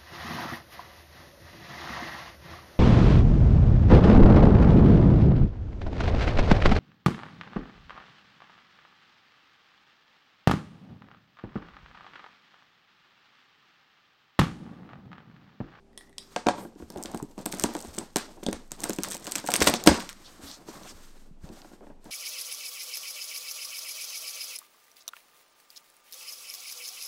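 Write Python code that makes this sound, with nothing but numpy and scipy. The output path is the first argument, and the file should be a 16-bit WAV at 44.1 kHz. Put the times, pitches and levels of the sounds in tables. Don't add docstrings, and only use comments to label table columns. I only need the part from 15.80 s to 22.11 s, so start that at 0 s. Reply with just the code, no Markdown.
import sys
import numpy as np
from scipy import signal
from scipy.fft import rfft, irfft
from scipy.io import wavfile

SR = 44100
rng = np.random.default_rng(int(sys.argv[2]) if len(sys.argv) > 2 else 0)


def unload_wav(signal):
    wavfile.write(
        sys.argv[1],
        SR,
        np.round(np.clip(np.atleast_2d(signal).T, -1, 1) * 32767).astype(np.int16),
    )


def volts_from_decibels(level):
    exponent = np.asarray(level, float) / 20
    return 10 ** exponent


N = 278138

# (frequency [Hz], level [dB], T60 [s])
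BOX_SOFT = [(192, -0.5, 0.091), (196, -8, 0.022), (234.3, -2.5, 0.14), (294, -14, 0.042), (301.7, 2, 0.072),
            (342.8, 0.5, 0.079), (396, -1.5, 0.063), (454, -1.5, 0.027)]
# (frequency [Hz], level [dB], T60 [s])
BOX_HARD = [(485, 1, 0.055), (576.4, 5, 0.036), (663, -3.5, 0.054), (728, -2.5, 0.091), (852, 4.5, 0.023),
            (957, -2.5, 0.062), (1124, -5, 0.025), (1420, -4, 0.028), (1609, -8.5, 0.06)]
# (time [s], peak [dB], hard part re peak [dB])
PRY_THUMPS = [(0.5614, -29, 11.5), (0.6629, -25, 3), (0.6676, -18.5, 7), (0.6858, -22, 11), (0.707, -32, 6),
              (0.7802, -40, 11), (0.85, -33, -1.5), (1.0001, -35.5, -9), (1.023, -35.5, -5),
              (1.101, -34.5, -3), (1.1592, -25.5, -8), (1.1804, -30.5, -26), (1.2486, -34, -2),
              (1.3374, -33, 1.5), (1.3453, -24, -5.5), (1.426, -27, -40), (1.5786, -31, -3.5),
              (2.916, -41, 3.5), (1.6588, -25, -1), (1.7337, -25, -5), (1.8377, -15.5, 2),
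              (1.8864, -32, -2), (1.951, -24.5, -1.5), (2.0477, -33, -5), (2.1798, -26.5, -6),
              (2.36, -19, 1.5), (2.6284, -31, -5), (2.664, -22.5, -4), (2.685, -19.5, -8), (2.726, -33, 5),
              (0.958, -40.5, -12)]
# (time [s], peak [dB], hard part re peak [dB])
PULL_THUMPS = [(3.037, -28, -2), (3.053, -30.5, 4.5), (3.0951, -22, -3.5), (3.186, -21, -9),
               (3.3482, -37, 3.5), (3.4742, -35, 8.5), (3.555, -35, 1.5), (3.6399, -31.5, 0.5),
               (3.6866, -30.5, 13), (3.7384, -27.5, 2), (3.7547, -37, 11.5), (3.814, -13.5, -3),
               (3.8697, -12, -1), (3.8923, -23.5, 6), (3.937, -17.5, -2.5), (4.593, -43, -32),
               (4.0721, -5, -2), (4.0887, -11.5, 0.5), (4.114, -14.5, -4.5), (4.1285, -34, -4),
               (4.184, -45, 17), (4.8858, -34.5, -7), (5.6983, -35.5, -11), (5.716, -43, -10),
               (5.846, -42, -1), (6.007, -41.5, -7), (4.0625, -22, 3), (6.258, -40, -3), (5.821, -50, 2),
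               (5.914, -48.5, 2), (5.934, -47.5, 0), (6.069, -43, -3.5), (6.1, -42, -3), (5.012, -43, 2),
               (4.075, -16, -3)]
# (start [s], end [s])
PEELING_S = (1.08, 4.3)


def at_hz(points, hz):
    point_hz, value = np.array(points).T
    return np.interp(np.log(hz + 1), np.log(point_hz), value)


def rms_one(x):
    return x / np.sqrt(np.mean(x ** 2) + 1e-20)


def band(x, low_hz, high_hz):
    edges_hz = [low_hz, min(high_hz, 0.45 * SR)]
    return signal.sosfilt(signal.butter(2, edges_hz, "band", fs=SR, output="sos"), x + 1e-18)


def drift(rate_hz):
    step = 40
    settle = 2000
    r = np.exp(-2 * np.pi * rate_hz * step / SR)
    white = rng.standard_normal(N // step + settle + 2)
    slow = signal.lfilter([1], [1, -2 * r, r * r], white)[settle:]
    return np.interp(np.arange(N) / step, np.arange(len(slow)), rms_one(slow))


def coloured(spectrum):
    hz = np.fft.rfftfreq(N, 1 / SR)
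    inside = (hz > spectrum[0][0]) & (hz < spectrum[-1][0])
    white = rfft(rng.standard_normal(N))
    return rms_one(irfft(white * volts_from_decibels(at_hz(spectrum, hz)) * inside, N))


def bursts(times, level_db, length_s):
    size = 160
    decay = np.exp(-np.arange(size) / (length_s * SR))
    shape = rng.standard_normal((len(times), size)) * decay
    shape /= np.sqrt(np.sum(shape ** 2, axis=1, keepdims=True))
    out = np.zeros(N + size)
    at = (np.asarray(times) * SR).astype(int)[:, None] + np.arange(size)
    np.add.at(out, at, shape * volts_from_decibels(level_db)[:, None])
    return out[:N]


def struck(times, level_db, modes, spread_db, contact_s):
    out = np.zeros(N)
    chance = rng.standard_normal((len(times), len(modes), 3))
    for k, (hz, mode_db, t60) in enumerate(modes):
        strength, sign, delay = chance[:, k].T
        at = ((times + contact_s * np.abs(delay)) * SR).astype(int)
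        blow = volts_from_decibels(level_db + mode_db + spread_db * np.clip(strength, -2, 1))
        force = np.full(N, 1e-18)
        np.add.at(force, at, blow * np.sign(sign + 1))
        r, w = volts_from_decibels(-60 / (t60 * SR)), 2 * np.pi * hz / SR
        out += signal.lfilter([0, np.sin(w)], [1, -2 * r * np.cos(w), r * r], force)
    return out


def background():
    # (frequency [Hz], density [dB per Hz])
    floor = [(30, -7.5), (60, 4.5), (110, -8.5), (220, 1.5), (500, -16), (1000, -29), (2500, -26),
             (8000, -37.5), (16000, -49)]
    # (time [s], level [dB])
    sway_level = [(0, -59), (1, -59), (1.5, -50), (2.3, -52.5), (2.9, -44), (3.5, -59), (4.3, -48.5),
                  (4.8, -60.5), (5.25, -43.5), (5.6, -43.5), (5.95, -54.5), (6.12, -44), (6.31, -50)]
    t = np.arange(N) / SR
    drone_hz, drone_db, drone_end_s = 393, -64, 0.64
    drone = volts_from_decibels(drone_db + 1.0 * drift(7.3)) * np.sin(2 * np.pi * drone_hz * t)
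    drone *= np.clip((drone_end_s - t) / 0.044, 0, 1)
    sway_s, sway_db = np.transpose(sway_level)
    sway_hz = 18.5 + 1.2 * drift(2)
    sway = volts_from_decibels(np.interp(t, sway_s, sway_db) - 1.0) * np.sin(2 * np.pi * np.cumsum(sway_hz) / SR)
    return volts_from_decibels(-62) * coloured(floor) + drone + sway


def tool():
    # (time [s], peak [dB], low ring re peak [dB])
    taps = [
        (0.131, -64, 16),
        (0.1761, -34.5, -1),
        (0.182, -49, 0),
        (0.189, -50, -10),
        (.209, -46.5, 14),
        (0.295, -58, -3),
        (0.328, -56, 11),
        (0.382, -27.5, -9),
        (0.428, -52, -3),
        (.474, -60, 7),
    ]
    # (frequency [Hz], level [dB], T60 [s])
    high_modes = [(3400, 5, 0.0071), (3930, 6.5, 0.011), (4800, 3, 0.0094), (5430, 6.5, 0.0062),
                  (8060, 14, 0.0017), (9500, 14, 0.003), (11500, -19, 0.0016), (13200, 11.5, 0.0009)]
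    # (frequency [Hz], level [dB], T60 [s])
    low_modes = [(740, -10.5, 0.031), (1800, -7, .015), (1940, -3, 0.026)]
    s, peak_db, low_db = np.transpose(taps)
    high = struck(s, peak_db - 11.5, high_modes, spread_db=8.5, contact_s=0.00054)
    low = struck(s, peak_db + low_db - 9.0, low_modes, spread_db=2.5, contact_s=0.000674)
    click = band(bursts(s, peak_db, length_s=0.0008), 2800, 13000)
    slide_start_s, slide_length_s, slide_db = 0.26, 0.048, -67.5
    slide_hz, rise_hz_per_s = 1810, 6000
    t = np.arange(N) / SR - slide_start_s
    swell = np.clip(np.minimum(t, slide_length_s - t) / 0.015, 0, 1) * volts_from_decibels(slide_db + 4 * drift(60))
    pitch_hz = slide_hz + rise_hz_per_s * t + 50 * drift(80)
    slide = swell * np.sin(2 * np.pi * np.cumsum(pitch_hz) / SR)
    return high + low + slide + click


def settling(times, level_db, fall_db_per_s):
    rise_s = 0.0006
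    power = np.full(N, 1e-18)
    np.add.at(power, (times * SR).astype(int), volts_from_decibels(2 * level_db))
    rise = np.exp(-1 / (rise_s * SR))
    falling = signal.lfilter([1], [1, -volts_from_decibels(-2 * fall_db_per_s / SR)], power)
    return signal.lfilter([1 - rise], [1, -rise], falling)


def handling(snap_s, snap_db, snap_dull_db):
    # (start [s], hold [s], hiss [dB], weight on the board re hiss [dB])
    strokes = [(0.212, 0.05, -63, -13), (0.398, 0.068, -60.5, 1), (0.521, 0.0083, -54, -2),
               (0.785, 0.013, -50.5, 17.5), (0.993, 0.022, -56, -20), (1.127, 0.074, -63, 23.5),
               (1.23, 0.13, -60.5, 18.5), (1.599, 0.0089, -58.5, 18), (1.707, 0.046, -67, 24),
               (1.8, 0.027, -43.5, 11), (1.928, 0.071, -53.5, 11), (2.057, 0.11, -56, 11),
               (2.19, 0.006, -53, 16.5), (2.55, 0.12, -69, 21.5), (2.999, 0.037, -50, 8.5),
               (3.238, 0.074, -56, 16.5), (3.426, 0.15, -53, 11.5), (3.7, 0.25, -50.5, 17),
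               (4.222, 0.15, -56.5, -3), (4.415, 0.35, -54.5, 2.5), (4.808, 0.067, -63, 14),
               (4.63, 0.064, -50.5, 0.5), (4.885, 0.1, -49, 6.5), (5.031, 0.075, -48.5, 4),
               (5.153, 0.11, -53.5, -1.5), (5.31, 0.13, -59, 3.5), (5.634, 0.16, -60, 13.5),
               (5.73, 0.21, -58, 2), (6.034, 0.043, -65, 16.5), (6.256, 0.047, -56, 7.5)]
    rise_db_per_s, fall_db_per_s = 398.5, 164.5
    rest_bright_db, rest_dull_db, rest_creak_db = -95.5, -80, -58
    grip_db = np.array([[-63], [-76]])
    t = np.arange(N) / SR
    jerk_s, jerk_db, hard_db = np.transpose(PRY_THUMPS + PULL_THUMPS)
    bright = volts_from_decibels(2 * rest_bright_db) + settling(snap_s, snap_db - 38, 157)
    dull = volts_from_decibels(2 * rest_dull_db) + settling(snap_s, snap_db + 0.81 * snap_dull_db - 22, 152)
    creak = volts_from_decibels(2 * rest_creak_db) + settling(jerk_s, jerk_db + 0.41 * hard_db - 14.5, 135.5)
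    power = np.array([bright, dull, creak])
    power[:2] += volts_from_decibels(2 * grip_db) * (t > PEELING_S[0]) * (t < PEELING_S[1])
    for s, hold, db, weight_db in strokes:
        before_db = np.maximum(rise_db_per_s * (s - t), 0)
        after_db = np.maximum(fall_db_per_s * (t - s - hold), 0)
        stroke_db = db - np.minimum(before_db + after_db, 100)
        balance_db = np.array([[0], [-3 + 0.036 * weight_db], [weight_db]])
        power += volts_from_decibels(2 * stroke_db) * volts_from_decibels(2 * balance_db)
    return 10 * np.log10(power)


def rubbing(bright_db, dull_db, creak_db):
    # (frequency [Hz], density [dB per Hz])
    bright_spectrum = [(4800, -8), (6500, -1), (8500, -4), (11000, 0), (14000, -3), (16200, -5)]
    dull_spectrum = [(800, -5.5), (1100, 3), (1600, 0), (2500, -5.5), (4300, -3), (6200, -5),
                     (10000, -12.5)]
    creak_spectrum = [(90, -9), (230, 0), (420, -3), (800, -4), (1500, -20.5), (3500, -32)]
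    flicker_db = 1.8 * drift(20)
    bright = volts_from_decibels(bright_db - 6.0 + flicker_db) * coloured(bright_spectrum)
    dull = volts_from_decibels(dull_db - 1.0 + flicker_db + 1.0 * drift(24)) * coloured(dull_spectrum)
    creak = volts_from_decibels(creak_db - 10.0 + 3.98 * drift(18)) * coloured(creak_spectrum)
    return bright + dull + creak


def rattle(creak_db):
    catches_per_s = 90
    s = np.sort(rng.uniform(0, N / SR - 0.02, int(catches_per_s * N / SR)))
    uneven_db = 4 * np.minimum(rng.exponential(1, len(s)), 1.8)
    level_db = creak_db[(s * SR).astype(int)] - 9.5 + uneven_db
    soft = struck(s, level_db, BOX_SOFT, spread_db=4.0, contact_s=0.002)
    hard = struck(s, level_db - 7.5, BOX_HARD, spread_db=6.5, contact_s=0.002)
    return band(soft + hard, 87, 3000)


def thumps():
    # (time [s], peak [dB])
    shifts = [(0.663, -48), (1.017, -47), (1.157, -48), (1.248, -48), (1.349, -49), (1.42, -53),
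              (1.728, -56), (1.83, -39), (2.072, -44.5), (2.357, -51), (2.623, -58), (2.725, -45),
              (3.18, -55), (3.705, -57), (3.809, -31), (3.873, -38), (4.086, -24), (4.63, -52),
              (5.138, -53), (5.626, -45)]
    # (frequency [Hz], level [dB], T60 [s])
    boom_modes = [(62.1, 0.0021, 0.097), (75, 0, 0.16)]
    s, peak_db, hard_db = np.transpose(PRY_THUMPS + PULL_THUMPS)
    soft = band(struck(s, peak_db - 7.0, BOX_SOFT, spread_db=4.0, contact_s=0.00075), 200, 1500)
    hard = struck(s, peak_db + hard_db - 9.5, BOX_HARD, spread_db=4.5, contact_s=0.001383)
    slap = band(bursts(s, peak_db + hard_db + 10.0, length_s=0.00097), 1200, 3700)
    s, peak_db = np.transpose(shifts)
    boom = struck(s, peak_db + 3.5, boom_modes, spread_db=-3.0, contact_s=0.00066)
    return soft + band(hard, 490, 3900) + slap + band(boom, 46, 98)


def all_snaps():
    # (time [s], peak [dB], dull part re peak [dB])
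    pry = [(0.562, -41, 23), (0.6679, -45, 27), (0.6863, -29, 15.5), (1.1023, -28.5, -11),
           (1.2269, -26, -16), (1.2366, -21.5, -27), (1.2576, -28.5, 2.5), (1.3746, -25.5, -14.5),
           (1.4265, -29, -16), (1.657, -19, -20), (1.6607, -12.5, -14), (1.7217, -26, -30),
           (1.7251, -15, -13), (1.7395, -26.5, -9), (1.797, -13.5, -15.5), (1.8225, -23.5, -18),
           (1.838, -9.5, -6.5), (1.9508, -27.5, -2.5), (2.013, -28.5, -31), (2.182, -26, 0),
           (2.1861, -14, -17), (2.3596, -9.5, -6.5), (2.3678, -9.5, -11.5), (2.3842, -19, -11),
           (2.6329, -34.5, -1.5), (2.6641, -30.5, -12), (2.6869, -29, -1), (2.729, -21, -4.5),
           (2.9182, -18.5, -14)]
    pull = [(3.0043, -24, -34), (3.036, -22, -3), (3.0402, -11.5, -13), (3.0918, -26, -17),
            (3.0958, -14, -20), (3.133, -22.5, -16), (3.186, -24.5, -1), (3.2344, -10, -20),
            (3.2466, -28.5, 4), (3.4755, -25, -9.5), (3.52, -11, -22), (3.5545, -9.5, -9.5),
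            (3.559, -11.5, -14), (3.57, -33, 5), (3.5827, -18, -9.5), (3.5993, -20.5, -37),
            (3.704, -18.5, -8), (3.718, -14, -7.5), (3.7389, -4, -7), (3.7567, -14, -1), (3.763, -9, -25),
            (3.8047, -11.5, -13.5), (3.8212, -7, -2), (3.873, -7, 2), (3.9392, -15, -2),
            (4.0387, -15.5, -20), (4.063, -14.5, -12), (4.0735, -1.5, -3), (4.074, -1, 0.5),
            (4.2032, -27.5, 3), (4.2912, -27.5, -0.5)]
    pry_creep = [(1.1221, -37, -26), (1.1597, -43, -14), (1.1731, -35.5, -9), (1.176, -38.5, -3),
                 (1.183, -36, -15), (1.2496, -43, -6), (1.316, -34, -16), (1.3464, -31, -7),
                 (1.3516, -39, -12), (1.3601, -37, -22), (1.5797, -42, -5), (1.5857, -37.5, -22),
                 (1.59, -38, -4), (1.5934, -41, -7), (1.6126, -37, -22), (1.6906, -37, -22),
                 (1.7162, -30, -25), (1.748, -24.5, -27), (1.7711, -31, -22), (1.7857, -30.5, -15),
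                 (1.8114, -26.5, -7), (1.8142, -36, -14), (1.8254, -23, -24), (1.9376, -28, -24),
                 (1.947, -35, -19), (1.9667, -26.5, -12), (1.9796, -38, -13), (1.9836, -40, -20),
                 (1.9902, -31.5, -13), (2.002, -34, -15), (2.0052, -26.5, -15), (2.025, -29.5, -27),
                 (2.0428, -36, -21), (2.0485, -34.5, -12), (2.0715, -39, -14), (2.1414, -33.5, -20),
                 (2.1483, -32, -31), (2.1633, -34.5, -18), (2.168, -32, -25), (2.2279, -45, -14),
                 (2.3984, -35, 1), (2.6381, -31, -11), (2.7014, -40, -15), (2.7124, -35, -23),
                 (2.909, -45, 0)]
    pull_creep = [(3.017, -32, -8), (3.02, -30, -25), (3.024, -35, -19), (3.0518, -27, -19),
                  (3.0626, -33, -12), (3.089, -30, -18), (3.105, -24, -3.5), (3.1249, -35.5, -20),
                  (3.1372, -24, -29), (3.1419, -36, -16), (3.1488, -33.5, -20), (3.1627, -29, -23),
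                  (3.1672, -39, -22), (3.204, -36, -21), (3.2242, -30, -27), (3.24, -18.5, -9),
                  (3.2524, -28.5, -35), (3.2645, -33.5, -18), (3.2734, -36, -20.5), (3.286, -19.5, -31),
                  (3.289, -35, -18), (3.303, -25.5, -23), (3.3077, -26, -17.5), (3.3096, -23.5, -19),
                  (3.3134, -19.5, -10.5), (3.3203, -20, -10), (3.3226, -27, -24), (3.333, -26, -20),
                  (3.3445, -24.5, -19), (3.3484, -21, -28), (3.3562, -32.5, -19), (3.3596, -33, -16),
                  (3.3678, -25.5, -10), (3.378, -33.5, -16), (3.3983, -34, -33), (3.4089, -39.5, -13.5),
                  (3.4435, -32, -15), (3.448, -31.5, -16), (3.4515, -30, -25), (3.457, -31.5, -5),
                  (3.465, -40, -19), (3.4686, -21.5, -2.5), (3.478, -36, -6), (3.4827, -31.5, -15),
                  (3.4922, -34.5, -14.5), (3.4957, -36, -19.5), (3.5114, -30, -17), (3.514, -23.5, -18),
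                  (3.5226, -20.5, -10), (3.55, -31, -17.5)]
    tear_creep = [(3.6416, -36, -14), (3.6532, -31, -27), (3.66, -34, -24), (3.664, -22.5, -14),
                  (3.6703, -30.5, -24), (3.6743, -20, -15.5), (3.6786, -32, -11.5), (3.6802, -28.5, -18),
                  (3.6877, -22.5, -6), (3.6956, -33, -11.5), (3.708, -16.5, -18.5), (3.7255, -27.5, -19),
                  (3.7373, -24, -20.5), (3.7413, -21, -5.5), (3.748, -19, -18), (3.753, -24, -20),
                  (3.7698, -26.5, -18.5), (3.7785, -32, -17), (3.808, -28.5, -14.5), (3.8166, -19.5, -12.5),
                  (3.8256, -14.5, 1.5), (3.8304, -18, -12), (3.838, -22.5, -10.5), (3.8432, -12.5, -14.5),
                  (3.854, -21, -10), (3.863, -13.5, -13.5), (3.8744, -9, 1), (3.879, -11.5, -15),
                  (3.898, -14.5, -13.5), (3.9475, -27, -17.5), (3.9597, -26.5, -14.5), (4.0362, -40, -15),
                  (4.0698, -17.5, -25), (4.0796, -16, -17), (4.089, -14, -2.5), (4.1433, -28, -1),
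                  (4.1767, -30.5, -19), (4.1978, -31, 2), (4.208, -32.5, -6), (4.2131, -39, -9),
                  (4.2245, -37.5, -3.5), (4.244, -40.5, -6), (4.296, -27.5, -3.5), (4.2996, -36, -15),
                  (4.3053, -40.5, -14), (4.329, -33.5, -9)]
    return np.transpose(pry + pull + pry_creep + pull_creep + tear_creep)


def snaps(s, peak_db, dull_db):
    film_s, board_s = 0.00045, 0.0016
    crack = band(bursts(s, peak_db + 14.5, film_s), 5510, 9380)
    fizz = band(bursts(s, 0.99 * peak_db + 10.5, film_s), 6300, 16000)
    board = band(bursts(s, peak_db + dull_db + 20.0, board_s), 1100, 5300)
    return crack + fizz + board


def knocks():
    # (time [s], peak [dB], frequency [Hz], T60 [s])
    touches = [(5.511, -41, 175, .06), (5.642, -34, 170, .06), (5.70, -46, 85, .12), (4.636, -39, 275, .14),
               (4.69, -45, 270, .12), (4.886, -42, 950, .06), (0.688, -33, 1642, .12),
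               (0.668, -15, 540, .04), (2.686, -15, 300, .03), (1.423, -32, 140, .08), (2.18, -44, 75, .12),
               (2.917, -44, 130, .08)]
    out, t = np.zeros(N + SR), np.arange(SR // 2) / SR
    for s, db, hz, t60 in touches:
        start = int(s * SR)
        out[start:start + len(t)] += volts_from_decibels(db - 60 * t / t60) * np.sin(2 * np.pi * hz * t)
    return out[:N]


def scuffs():
    # (time [s], half length [s], level [dB], centre frequency [Hz])
    drags = [(4.466, 0.021, -48.5, 4230), (4.685, 0.028, -46.5, 4500), (4.736, 0.029, -47, 5100),
             (4.895, 0.018, -50.5, 5400), (4.677, 0.033, -48, 11100), (5.08, 0.018, -50, 3132),
             (5.097, 0.021, -46, 5600), (0.82, 0.044, -53, 11000), (3.962, 0.014, -34.5, 4900),
             (4.7, 0.083, -59.5, 770), (4.955, 0.057, -54, 1000)]
    t, white = np.arange(N) / SR, rng.standard_normal(N)
    out = np.zeros(N)
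    for s, half, db, hz in drags:
        swell = volts_from_decibels(db) * np.exp(-((t - s) / half) ** 2)
        out += swell * rms_one(band(white, hz / 1.3, hz * 1.3))
    return out


def ticks():
    # (time [s], peak [dB], centre frequency [Hz])
    contacts = [(4.883, -37, 1800), (4.7139, -30.5, 4600), (4.6366, -40, 6300), (5.0332, -37, 4200),
                (4.3946, -51, 1600), (.953, -54, 4000), (6.068, -52, 2200), (5.378, -50.5, 2510),
                (5.69, -41.5, 3820), (5.818, -38, 3300), (6.095, -43, 510), (1.4, -17, 630),
                (6.243, -43.5, 12000), (2.6645, -18, 4700)]
    out = np.zeros(N)
    for s, db, hz in contacts:
        out += band(bursts([s], np.array([db + 19.5]), length_s=0.0015), hz / 1.5, hz * 1.5)
    return out


def grains(per_s, low_hz):
    sizes = volts_from_decibels(4 * np.minimum(rng.exponential(1, N), 3.5)) * rng.choice([-1, 1], N)
    born = rng.random(N) < per_s / SR
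    colour = rng.integers(0, 5, N)
    out = np.zeros(N)
    for k, hz in enumerate(np.geomspace(low_hz, 12000, 5)):
        out += band(sizes * born * (colour == k), hz / 2.2, hz * 1.2)
    return rms_one(out)


def crackle(bright_db):
    # (start [s], length [s], level [dB])
    rips = [
        (1.824, 0.021, -44),
        (3.305, 0.06, -41.5),
        (3.666, 0.018, -30.5),
        (3.76, 0.016, -36.5),
        (3.799, 0.04, -25.5),
        (3.864, 0.03, -17),
        (4.057, 0.021, -27.5),
    ]
    t = np.arange(N) / SR
    tearing = np.zeros(N)
    for s, length, db in rips:
        tearing += volts_from_decibels(db) * np.clip(np.minimum(t - s, s + length - t) / 0.013, 0, 1)
    clumps_per_s = 900 * volts_from_decibels(8 * drift(30))
    strained = (t > PEELING_S[0]) & (t < PEELING_S[1])
    peeling = volts_from_decibels(bright_db - 3.5) * grains(clumps_per_s, low_hz=4020) * strained
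    return peeling + tearing * grains(4000, low_hz=2070)


def room(x):
    # (frequency [Hz], T60 [s])
    reverberation = [(60, 0.12), (250, 0.3), (1000, 0.32), (4000, 0.25), (9000, 0.14)]
    gap_s = 0.00053
    t = np.arange(SR // 2) / SR
    white, tail = rng.standard_normal(len(t)), np.zeros(len(t))
    for hz in 62.5 * 2.0 ** np.arange(8):
        octave = band(white, hz / np.sqrt(2), hz * np.sqrt(2))
        tail += octave * volts_from_decibels(-60 * t / at_hz(reverberation, hz))
    tail *= np.clip(t / gap_s, 0, 1) ** 2
    return signal.fftconvolve(x, tail / np.sqrt(np.sum(tail ** 2)))[:N]


def capsule(x):
    # (frequency [Hz], width [Hz], gain [dB])
    colour = [(8400, 1800, 5), (10000, 1800, -6), (13200, 2500, 2)]
    for hz, width, gain_db in colour:
        w, a = 2 * np.pi * hz / SR, volts_from_decibels(gain_db / 2)
        k = np.sin(w) * width / hz / 2
        middle = -2 * np.cos(w)
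        x = signal.lfilter([1 + k * a, middle, 1 - k * a], [1 + k / a, middle, 1 - k / a], x)
    return signal.sosfilt(signal.butter(1, 9000, fs=SR, output="sos"), x)


def scene():
    lettings_go = all_snaps()
    bright_db, dull_db, creak_db = handling(*lettings_go)
    far = tool()
    box = rattle(creak_db - 10) + thumps() + snaps(*lettings_go) + knocks()
    box += scuffs() + ticks() + crackle(bright_db)
    echoes = volts_from_decibels(-14) * room(box + volts_from_decibels(6.5) * far)
    rubs = rubbing(bright_db, dull_db, creak_db)
    return (capsule(box + far + echoes + rubs) + background())[None]


def band_limit(x):
    return signal.sosfilt(signal.butter(12, 16000, fs=SR, output="sos"), x)


def record(dry):
    top = signal.cheby2(18, 60, 16500, fs=SR, output="sos")
    mix = signal.sosfilt(top, np.clip(dry, -1, 1))
    return band_limit(mix)


dry = scene()
out = record(dry)
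unload_wav(out)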